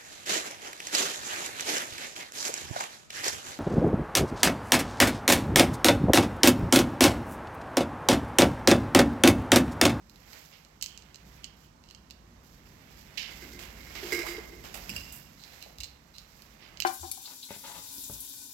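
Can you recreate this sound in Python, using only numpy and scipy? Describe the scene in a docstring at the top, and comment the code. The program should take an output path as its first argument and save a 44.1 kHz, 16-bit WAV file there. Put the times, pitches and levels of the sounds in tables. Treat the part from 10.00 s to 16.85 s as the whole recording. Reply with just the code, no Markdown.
"""A low hum and light snaps of concrete chips come first, then slow, uneven steps over rubble.
Snaps are sharp pulses that ring; grit and flakes are bursts of tiny random cracks.
A loose slab and a smaller shard grate and ring through resonances; soles drag and clothes rustle.
The hum is shaped noise with two wavering tones. Bare walls of an empty building answer the steps.
It is all heard from a hand-held camera with two sound inlets, called the left and right port."""
import sys
import numpy as np
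from scipy import signal
from scipy.fft import rfft, irfft, next_fast_len
from scipy.io import wavfile
from scipy.ndimage import map_coordinates

SR = 44100
rng = np.random.default_rng(int(sys.argv[2]) if len(sys.argv) > 2 else 0)


def master_out(mix):
    """Clip the mix to full scale and print it as 16-bit PCM to the path in sys.argv[1]."""
    frames = np.transpose(np.atleast_2d(mix))
    ceiling = np.clip(frames, -1, 1)
    pcm = np.round(ceiling * 32767).astype(np.int16)
    wavfile.write(sys.argv[1], SR, pcm)


N = 302085  # length in samples
# Levels in the tables hold before the rooms answer and the ports colour the sound.
# A t60_s is the time a sound takes to fall by 60 dB.


def amp(db):
    """Turn decibels into a gain."""
    return 10 ** (np.asarray(db) / 20)


def unit(x):
    """Scale x to an average (rms) strength of 1."""
    return x / np.sqrt(np.mean(x ** 2) + 1e-20)


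def along(points, hz):
    """Read a curve of (pitch, value) points, with pitch on a log axis."""
    point_hz, values = np.transpose(points)
    return np.interp(np.log(hz + 1), np.log(point_hz), values)


def curves(rows):
    """Give one value per sample for each column after the time."""
    times, *columns = np.transpose(rows)
    t = np.arange(N) / SR
    return [np.interp(t, times, column) for column in columns]


def wobble(rate, size=N):
    """Draw a smooth random curve through so many random points a second."""
    position = np.arange(size) * rate / SR
    return map_coordinates(rng.standard_normal(4096), [position], mode="wrap")


def filtered(x, response):
    """Multiply the spectrum of x by a response that depends on frequency."""
    size = x.shape[-1]
    padded = next_fast_len(size + 8192)  # room for the ringing
    hz = np.fft.rfftfreq(padded, 1 / SR)
    return irfft(rfft(x, padded) * response(hz), padded)[..., :size]


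def coloured(x, spectrum):
    """Give x the tone of a (pitch_hz, level_db) table, at rms 1."""
    return unit(filtered(x, lambda hz: amp(along(spectrum, hz))))


def ring(x, modes, size_ratio=1):
    """Pass x through resonances (pitch_hz, width_hz, level_db); a bigger piece rings lower."""
    def response(hz):
        total = 0
        for centre, width, db in modes:
            damping = 1j * hz * width
            total = total + amp(db) * damping / ((centre / size_ratio) ** 2 - hz * hz + damping)
        return total
    return filtered(x, response)


def grains(size, rate, spread_db):
    """Scatter tiny fractures of unequal strength, so many a second, at each port; rms 1."""
    spread = spread_db * np.clip(rng.standard_normal(size), -2, 2)
    strength = rng.standard_normal((2, size)) * amp(spread)
    return unit(strength * (rng.random(size) < rate / SR))


def stroke(rise, t60):
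    """Shape a push that swells and dies away, peak 1, cut off after 0.75 s."""
    t = np.arange(3 * SR // 4) / SR
    shape = (1 - np.exp(-t / rise)) * np.exp(-np.log(1000) * t / t60)
    return shape / shape.max()


def fractures(rise, t60, rate, spread_db):
    """Fracture grains under one stroke of pressure, rms 1 at its height."""
    push = stroke(rise, t60)
    return grains(len(push), rate, spread_db) * push


def add(track, s, sound):
    """Mix a sound into the track at time s."""
    part = track[..., max(round(s * SR), 0):][..., :sound.shape[-1]]
    part += sound[..., :part.shape[-1]]


def lean(left_db):
    """Port gains for a source off to one side; positive leans left."""
    return amp([[left_db / 2], [-left_db / 2]])


# How long the bare rooms ring at each pitch: pitch_hz, t60_s
HALL_DECAY = [(150, 0.36), (350, 1.95), (800, 1.14), (2000, 0.6), (5000, 0.27), (9000, 0.15), (15000, 0.34)]


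def in_hall(x, wet_db):
    """Add the answer of bare concrete rooms: fading noise whose low-middle lasts longest."""
    hz, t, z = signal.stft(rng.standard_normal((2, SR)), SR, nperseg=256)
    fade = np.exp(-np.log(1000) * t / along(HALL_DECAY, hz)[:, None])
    tail = signal.istft(z * fade, SR, nperseg=256)[1]
    tail = tail / np.linalg.norm(tail[0])
    tail = np.pad(tail, ((0, 0), (SR // 200, 0)))  # the answer starts 5 ms late
    return x + amp(wet_db) * signal.fftconvolve(x, tail, axes=1)[:, :N]


# Swelling and sinking of the hum: time_s, level_db
HUM_LEVEL = [(0, -57), (.6, -61), (1.3, -56.5), (1.8, -58), (2.5, -55.5), (3.5, -53), (4.2, -51),
             (4.9, -51.5), (5.6, -59), (6.2, -60), (6.85, -56)]
# Tone of the hum's noise: pitch_hz, level_db
HUM_TONE = [(22, -49), (42, 0.5), (59, -3.5), (70, -9.5), (92, -5), (114, -9.5), (151, -7), (205, -7),
            (283, -12), (371, -15.5), (420, -20.5), (550, -23.5), (920, -120)]
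# Wavering tones in the hum: pitch_hz, middle level_db against the hum level
HUM_DRONES = [(59.2, -5.5), (150.7, -14)]
# Tone of the moving air: pitch_hz, level_db
AIR_TONE = [(150, -33), (250, -25), (500, -6), (1020, -4), (1950, -12), (2960, -18), (5730, -14),
            (16000, -34)]


def hum(rumble_db=-1, side_db=-12, air_db=-62):
    """The building's low hum, nearly alike at both ports, over faint steady air noise."""
    level, = curves(HUM_LEVEL)
    t = np.arange(N) / SR
    mid, side = coloured(rng.standard_normal((2, N)), HUM_TONE) * amp(rumble_db)
    for hz, db in HUM_DRONES:
        loudness = amp(db + 3.7 * wobble(5)) * np.sqrt(2)
        phase = 2 * np.pi * hz * t + 1.74 * wobble(7.6)
        mid = mid + loudness * np.sin(phase)
    air = amp(air_db) * coloured(rng.standard_normal((2, N)), AIR_TONE)
    return amp(level) * (mid + amp(side_db) * np.array([side, -side])) + air


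def swing(t, build_up, die_down, range_db=18):
    """Gain of a movement that gathers speed until t = 0, then slows."""
    return amp(-range_db * np.maximum(-t / build_up, t / die_down))


def rustle(t, hold, attack_s=0.012, t60_s=0.24):
    """Gain of a fold of cloth that catches at t = 0, slides for a moment and lets go."""
    attack = np.clip(t / attack_s, 0, 1)
    return attack * np.exp(-np.log(1000) * np.maximum(t - hold, 0) / t60_s)


# Leg swings: fastest_s, sole_level_db, cloth_level_db, build_up_s, die_down_s
LEG_SWINGS = [(0.36, -52, -52, 0.26, 0.31), (1.421, -57.5, -69.5, 1.45, 0.33),
              (3.42, -50.5, -58.5, 1.25, 1.8), (4.12, -41, -42.5, 0.38, 0.42),
              (4.95, -47.5, -47, 0.53, 0.48), (5.548, -53.5, -55.5, 0.32, 0.46),
              (6.38, -84, -58, 0.39, 0.57), (6.8, -55, -81, 1.12, 0.51)]
# Folds of clothing brushing past each other: start_s, level_db, hold_s
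CLOTH_FOLDS = [(1.246, -62, 0.12), (1.558, -63.5, 0.094), (2.427, -61, 0.12), (2.654, -63, 0.076),
               (2.894, -60.5, 0.15), (3.3, -52, 0.26)]
# Tone of a sole dragging through dust: pitch_hz, level_db
DRAG_TONE = [(250, -1.5), (600, 5.5), (1200, 1.5), (2100, 7.5), (3300, 1.5), (4700, -3), (7500, -9),
             (9300, -11.5), (16000, -16.5)]
# Tone of rubbing cloth: pitch_hz, level_db
CLOTH_TONE = [(2500, -12.5), (5000, -1), (7500, -6), (9200, -16), (12300, -7.5), (16000, -15.5)]


def strides(flutter_db=1.3, flutter_per_s=45):
    """Each leg swing drags the sole through dust and rubs the clothes; single folds rustle on top."""
    t = np.arange(0, N / SR, .002)  # a coarse grid is enough for slow gains
    sole_power = cloth_power = 0
    for s, sole_db, cloth_db, build_up, die_down in LEG_SWINGS:
        speed = swing(t - s, build_up, die_down)
        sole_power = sole_power + (amp(sole_db) * speed) ** 2
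        cloth_power = cloth_power + (amp(cloth_db) * speed) ** 2
    for s, db, hold in CLOTH_FOLDS:
        cloth_power = cloth_power + (amp(db) * rustle(t - s, hold)) ** 2
    sole, cloth = curves(np.column_stack([t, np.sqrt(sole_power), np.sqrt(cloth_power)]))
    dust = coloured(grains(N, rate=9000, spread_db=3), DRAG_TONE)
    fibres = coloured(grains(N, rate=9000, spread_db=3), CLOTH_TONE)
    dragging = sole * amp(flutter_db * wobble(flutter_per_s)) * dust
    rubbing = cloth * amp(flutter_db * wobble(flutter_per_s)) * fibres
    return dragging + rubbing


# The body's weight settling, and dull knocks of rubble: start_s, level_db, pitch_hz, t60_s
WEIGHT_THUDS = [(1.228, -54, 140, .75), (3.42, -50.5, 230, 0.81), (4.745, -50.5, 750, 0.24),
                (4.89, -46, 170, 0.43), (4.929, -43, 59, 0.53), (5.765, -47, 55.4, 0.51)]


def thuds(width=0.77):
    """Soft, dull bumps: noise through one broad resonance, twice, under a stroke."""
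    out = np.zeros((2, N))
    for s, db, hz, t60 in WEIGHT_THUDS:
        mode = [(hz, width * hz, 0)]
        push = stroke(0.0075, t60)
        bump = ring(ring(rng.standard_normal(len(push)), mode), mode)
        add(out, s, amp(db) * unit(bump) * push)  # the same at both ports
    return in_hall(out, wet_db=-47)


# Short skids of a sole: start_s, level_db, length_s, start_pitch_hz, end_pitch_hz
SOLE_SKIDS = [(4.23, -41.5, 0.041, 530, 1020), (5.654, -50, 0.016, 760, 575)]


def scuffs(width_octaves=0.46, attack=0.0044, release_t60=0.072, wet_db=-7):
    """A sole skids over rubble: a hollow rasp that slides in pitch as the pressure changes."""
    out = np.zeros((2, N))
    t = np.arange(SR // 4) / SR
    for s, db, length, start_hz, end_hz in SOLE_SKIDS:
        hz, frames, z = signal.stft(grains(len(t), rate=3000, spread_db=2), SR, nperseg=256)
        centre_hz = np.interp(frames, [0, length], [start_hz, end_hz])
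        octaves = np.log2((hz[:, None] + 1) / centre_hz)
        band = 1 / (1 + (octaves / width_octaves) ** 4)
        rasp = signal.istft(z * band, SR, nperseg=256)[1][:, :len(t)]
        release = np.exp(-np.log(1000) * np.maximum(t - length, 0) / release_t60)
        push = np.minimum(t / attack, 1) * release
        add(out, s, amp(db) * unit(rasp) * push)
    return in_hall(out, wet_db)


# A smaller shard rocking on its edges: start_s, level_db, t60_s
SHARD_ROCKS = [(4.893, -31, 0.083), (4.925, -34, 0.022), (4.96, -28.5, 0.078), (4.995, -44, 0.91)]
# Resonances of the shard: pitch_hz, width_hz, level_db
SHARD_MODES = [(2794, 93, 19), (4980, 270, 11.5), (7450, 140, 5.5), (10600, 3400, -17)]


def shard():
    """A thin shard tips and grates, ringing higher than the slab."""
    out = np.zeros((2, N))
    for s, db, t60 in SHARD_ROCKS:
        rub = fractures(0.0011, t60, rate=5600, spread_db=4.5)
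        add(out, s, amp(db) * rub.std() * unit(ring(rub, SHARD_MODES)))
    return lean(left_db=5.5) * in_hall(out, wet_db=-12.0)


# Slips of the loose slab: start_s, level_db (high_db is added for the ring), t60_s,
# thud_db (low bending against level_db)
SLAB_GRINDS = [(3.31, -51, 0.38, -13), (3.419, -48, 0.075, 1), (3.531, -51.5, 0.31, 2.5),
               (3.77, -54.5, 0.45, -3.5), (3.865, -49.5, 0.25, -12), (3.953, -42.5, 0.2, -5.5),
               (4.026, -52, 0.33, 13), (4.121, -26.5, 0.21, -1), (4.155, -34, 0.13, -20),
               (4.189, -31, 0.077, -3.5), (4.213, -35.5, 0.19, -2.5), (4.262, -39, 0.55, -1),
               (4.31, -43, 0.26, -1.5), (4.378, -51, 0.082, 14.5), (4.49, -57, 1, 5.5)]
# Low bending resonances of the slab: pitch_hz, width_hz, level_db
SLAB_BEND_MODES = [(351.6, 7.8, 9), (381, 54, -1.5), (441, 63, -4.5)]
# Ringing resonances of the slab, before the load shifts them: pitch_hz, width_hz, level_db
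SLAB_RING_MODES = [(1677, 48, -8), (1976, 30, -13), (2143, 61, 6.5), (2690, 72, -19), (3930, 160, -12),
                   (4970, 210, -7), (5400, 120, -18), (6900, 140, -16)]
# The ring wavers with the walker's weight: time_s, size_ratio (above 1 rings lower)
SLAB_WEIGHT = [(3.55, 1.03), (3.8, 0.987), (4.2, .995), (4.26, 1.02)]


def slab(high_db=2.5, bend_top_hz=440, load_spread=.006):
    """A loose slab grinds over the floor in slips; the shifting load detunes its ring each time."""
    low, high = np.zeros((2, 2, N))
    long_waves = signal.butter(2, [290, bend_top_hz], "band", fs=SR, output="sos")
    for s, db, t60, thud_db in SLAB_GRINDS:
        rub = fractures(0.00049, t60, rate=2800, spread_db=2.0)[0]  # reaches both ports alike
        gain = amp(db) * rub.std()
        bend = signal.sosfilt(long_waves, ring(rub, SLAB_BEND_MODES))
        add(low, s, gain * amp(thud_db) * unit(bend))
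        load = np.interp(s, *np.transpose(SLAB_WEIGHT))
        load = load * np.exp(load_spread * rng.standard_normal())
        add(high, s, gain * unit(ring(rub, SLAB_RING_MODES, load)))
    ringing = amp(high_db) * lean(left_db=3.0) * in_hall(high, wet_db=-5)
    return in_hall(low, wet_db=-20.5) + ringing


# How the feet sound as the camera turns: time_s, left_lean_db, treble_db (near 7 kHz),
# low_ring_db (lowest resonance of a snapping chip)
FEET_SOUND = [(0.3, 4, -4, -7), (0.85, 1, 7, -1.5), (1.9, -0.5, -1.5, 1), (2.1, -5.5, -2, -2),
              (5.4, 3.5, -4, -11), (5.83, 4, 0.5, -4.5), (6.2, 3.5, -3.5, -13), (6.8, -3, -1, 3)]


def underfoot(x, s, treble_db):
    """Place and colour a sound made under the feet at time s; treble_db acts from 11 kHz up."""
    times, left_db, edge_db, _ = np.transpose(FEET_SOUND)
    colour = [(4700, 0), (7300, np.interp(s, times, edge_db)), (11000, treble_db)]
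    return lean(np.interp(s, times, left_db)) * filtered(x, lambda hz: amp(along(colour, hz)))


# Resonances of a concrete chip, before its size shifts them: pitch_hz, width_hz, level_db
CHIP_MODES = [(2945, 260, 7.5), (4184, 240, 5), (4830, 1100, 3.5), (6210, 500, -4.5), (7500, 280, -2),
              (11350, 960, -10.5)]


def chip(force, low_ring_db, upper_db=0, size_spread=0.038, cut_hz=1900):
    """A thin flake, too small to radiate bass; its lowest mode depends on where it is pressed."""
    size_ratio = np.exp(size_spread * rng.standard_normal())
    low = ring(force, CHIP_MODES[:1], size_ratio)
    middle = ring(force, CHIP_MODES[1:2], size_ratio)
    upper = ring(force, CHIP_MODES[2:], size_ratio)
    sound = amp(low_ring_db) * low + middle + amp(upper_db) * upper
    return signal.sosfilt(signal.butter(2, cut_hz, "high", fs=SR, output="sos"), sound)


# Thin flakes crumbling: start_s, level_db (before underfoot colours it), rise_s, t60_s, low_ring_db
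FLAKE_CRUMBLES = [(0.815, -50.5, 0.014, 0.7, 5.5), (1.432, -50, 0.0059, 0.13, 18),
                  (1.631, -61, 0.012, 0.16, 9), (1.836, -62, 0.023, 0.74, 0),
                  (5.367, -53.5, 0.041, 0.81, -17), (5.611, -45.5, .012, 0.17, -2),
                  (5.802, -40, 0.0015, 0.086, -1), (5.832, -39, 0.0034, 0.089, -20),
                  (5.85, -58.5, .005, 0.8, -15), (6.135, -51, .05, 0.26, -9), (6.805, -64, .01, 0.32, 17)]


def crumbles(treble_db=-4):
    """Flakes give way in a rush of tiny cracks, each ringing like a chip."""
    out = np.zeros((2, N))
    for s, db, rise, t60, low_ring_db in FLAKE_CRUMBLES:
        push = stroke(rise, t60)
        cracks = unit(chip(grains(len(push), rate=1700, spread_db=0.0), low_ring_db, upper_db=-8))
        add(out, s, amp(db) * underfoot(cracks * push, s, treble_db))
    return in_hall(out, wet_db=-6.0)


# Grit crushed by a step: start_s, level_db (before the two tone columns act), rise_s, t60_s,
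# middle_db (1.2 kHz and below), treble_db (8.5 kHz and above)
GRIT_CRUNCHES = [(0.526, -50, 0.0018, 0.2, 1, -34), (3.172, -33, 0.0011, 0.4, -7, -8.5),
                 (3.591, -44, 0.0011, 0.38, 9.5, 7), (3.951, -41, 0.0012, 0.29, 7.5, -4),
                 (4.031, -42.5, .001, 0.085, 7, -3), (4.076, -41, 0.00077, 0.026, 4, 6),
                 (4.121, -38, 0.0045, 0.17, 8.5, 10), (4.252, -42, 0.011, 0.26, 8, 9.5),
                 (4.365, -40, .001, 0.036, -5, -10), (4.639, -44, 0.00034, 0.22, 14.5, 4.5),
                 (4.741, -41, 0.00078, 0.17, 10.5, 10.5), (5.122, -54.5, 0.00088, 0.28, 4, 23.5),
                 (6.61, -51, 0.051, 0.17, 7, -46)]
# Common tone of the grit: pitch_hz, level_db
GRIT_TONE = [(250, -19.5), (600, -12.5), (1300, -13), (2100, -1.5), (3000, 2.5), (3700, -3.5), (5000, -1.5),
             (6200, -6.5), (7500, -8.5), (9300, -16.5), (12500, -15), (16000, -24)]


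def crunches(clump_db=2.5, clumps_per_s=220):
    """A sole comes down on grit: fractures in clumps, coarser or finer from step to step."""
    out = np.zeros((2, N))
    for s, db, rise, t60, middle_db, treble_db in GRIT_CRUNCHES:
        push = stroke(rise, t60)
        clumps = amp(clump_db * wobble(clumps_per_s, size=len(push)))
        grit = coloured(clumps * grains(len(push), rate=7000, spread_db=2.5), GRIT_TONE)
        step_tone = [(1200, middle_db), (2700, 0), (5400, 0), (8500, treble_db)]
        grit = filtered(grit, lambda hz: amp(along(step_tone, hz)))
        add(out, s, amp(db) * grit * push)
    return in_hall(out, wet_db=-2.5)


# Chips snapping under a sole: start_s, peak_db (mean of both ports), treble_db (11 kHz and above)
CHIP_SNAPS = [(0.097, -33.5, -2), (0.159, -36, -3), (0.3323, -28.5, 0), (0.649, -36, -8),
              (0.8127, -22.5, -20), (0.8251, -11, 0), (0.827, -16, -1), (0.841, -19, -22),
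              (0.861, -17.5, -21), (0.976, -25.5, -7), (1.0226, -35.5, -19), (1.145, -29, -30),
              (1.158, -29.5, -6), (1.4435, -19, -16), (1.8387, -39, -24), (1.8884, -36.5, -20),
              (1.901, -37, -15), (1.91, -32.5, -7), (1.9485, -30, -25), (2.101, -38, -20),
              (2.1085, -28.5, -5.5), (5.438, -25.5, -27), (5.626, -25.5, 3), (5.785, -26.5, -1),
              (5.8046, -20.5, -6), (5.8082, -22.5, -7), (5.8345, -17.5, -20), (5.8424, -23, -20),
              (6.1832, -24, -12), (6.421, -33, 2), (6.7726, -28.5, -27), (6.8023, -13, 0.5),
              (6.8086, -29, -15), (6.822, -12.5, -32), (6.8322, -28, -20)]


def snaps(crumb_db=-30):
    """A chip breaks with one sharp crack, then its crumbs patter; the left port hears the crack first."""
    out = np.zeros((2, N))
    times, _, _, ring_db = np.transpose(FEET_SOUND)
    for s, db, treble_db in CHIP_SNAPS:
        low_ring_db = np.interp(s, times, ring_db)
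        crumbs = fractures(.0005, .045, rate=4000, spread_db=2)[:, :4096]
        force = amp(crumb_db) * crumbs
        force[0, 0] += 1
        force[1, 13] += 1  # 13 samples, about 0.3 ms, later on the right
        crack = underfoot(chip(force, low_ring_db), s, treble_db)
        peak = np.abs(crack).max(axis=1).mean()
        add(out, s, amp(db) * crack / peak)
    return in_hall(out, wet_db=-7.5)


def scene():
    """Add up the building, the walker's clothes and everything underfoot."""
    background = hum() + strides()
    rubble = thuds() + scuffs() + shard() + slab()
    return background + rubble + crumbles() + crunches() + snaps()


# Balance of the two ports: pitch_hz, left_minus_right_db
PORT_BALANCE = [(60, -1.5), (300, -1.5), (550, -0.5), (1000, -7.5), (2200, -15.5), (4000, -13.5),
                (6000, -16.5), (7500, -12.5), (9300, 1.5), (12500, -8), (16000, -12)]
# Treble shape shared by both ports: pitch_hz, level_db
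PORT_TREBLE = [(7800, -1), (9300, -9), (10800, -2.5), (13000, 4), (15800, -0.5)]


def record(dry, top_hz=16100):
    """The shaded left port hears less of most treble; both dip near 9 kHz and stop at top_hz."""
    def ports(hz):
        left = amp(along(PORT_BALANCE, hz))
        same_power = np.sqrt(2 / (1 + left ** 2))  # keeps the summed power of the pair
        return np.array([left, np.ones_like(left)]) * same_power
    return filtered(dry, lambda hz: ports(hz) * amp(along(PORT_TREBLE, hz)) * (hz < top_hz))


dry = scene()
out = record(dry)
master_out(out)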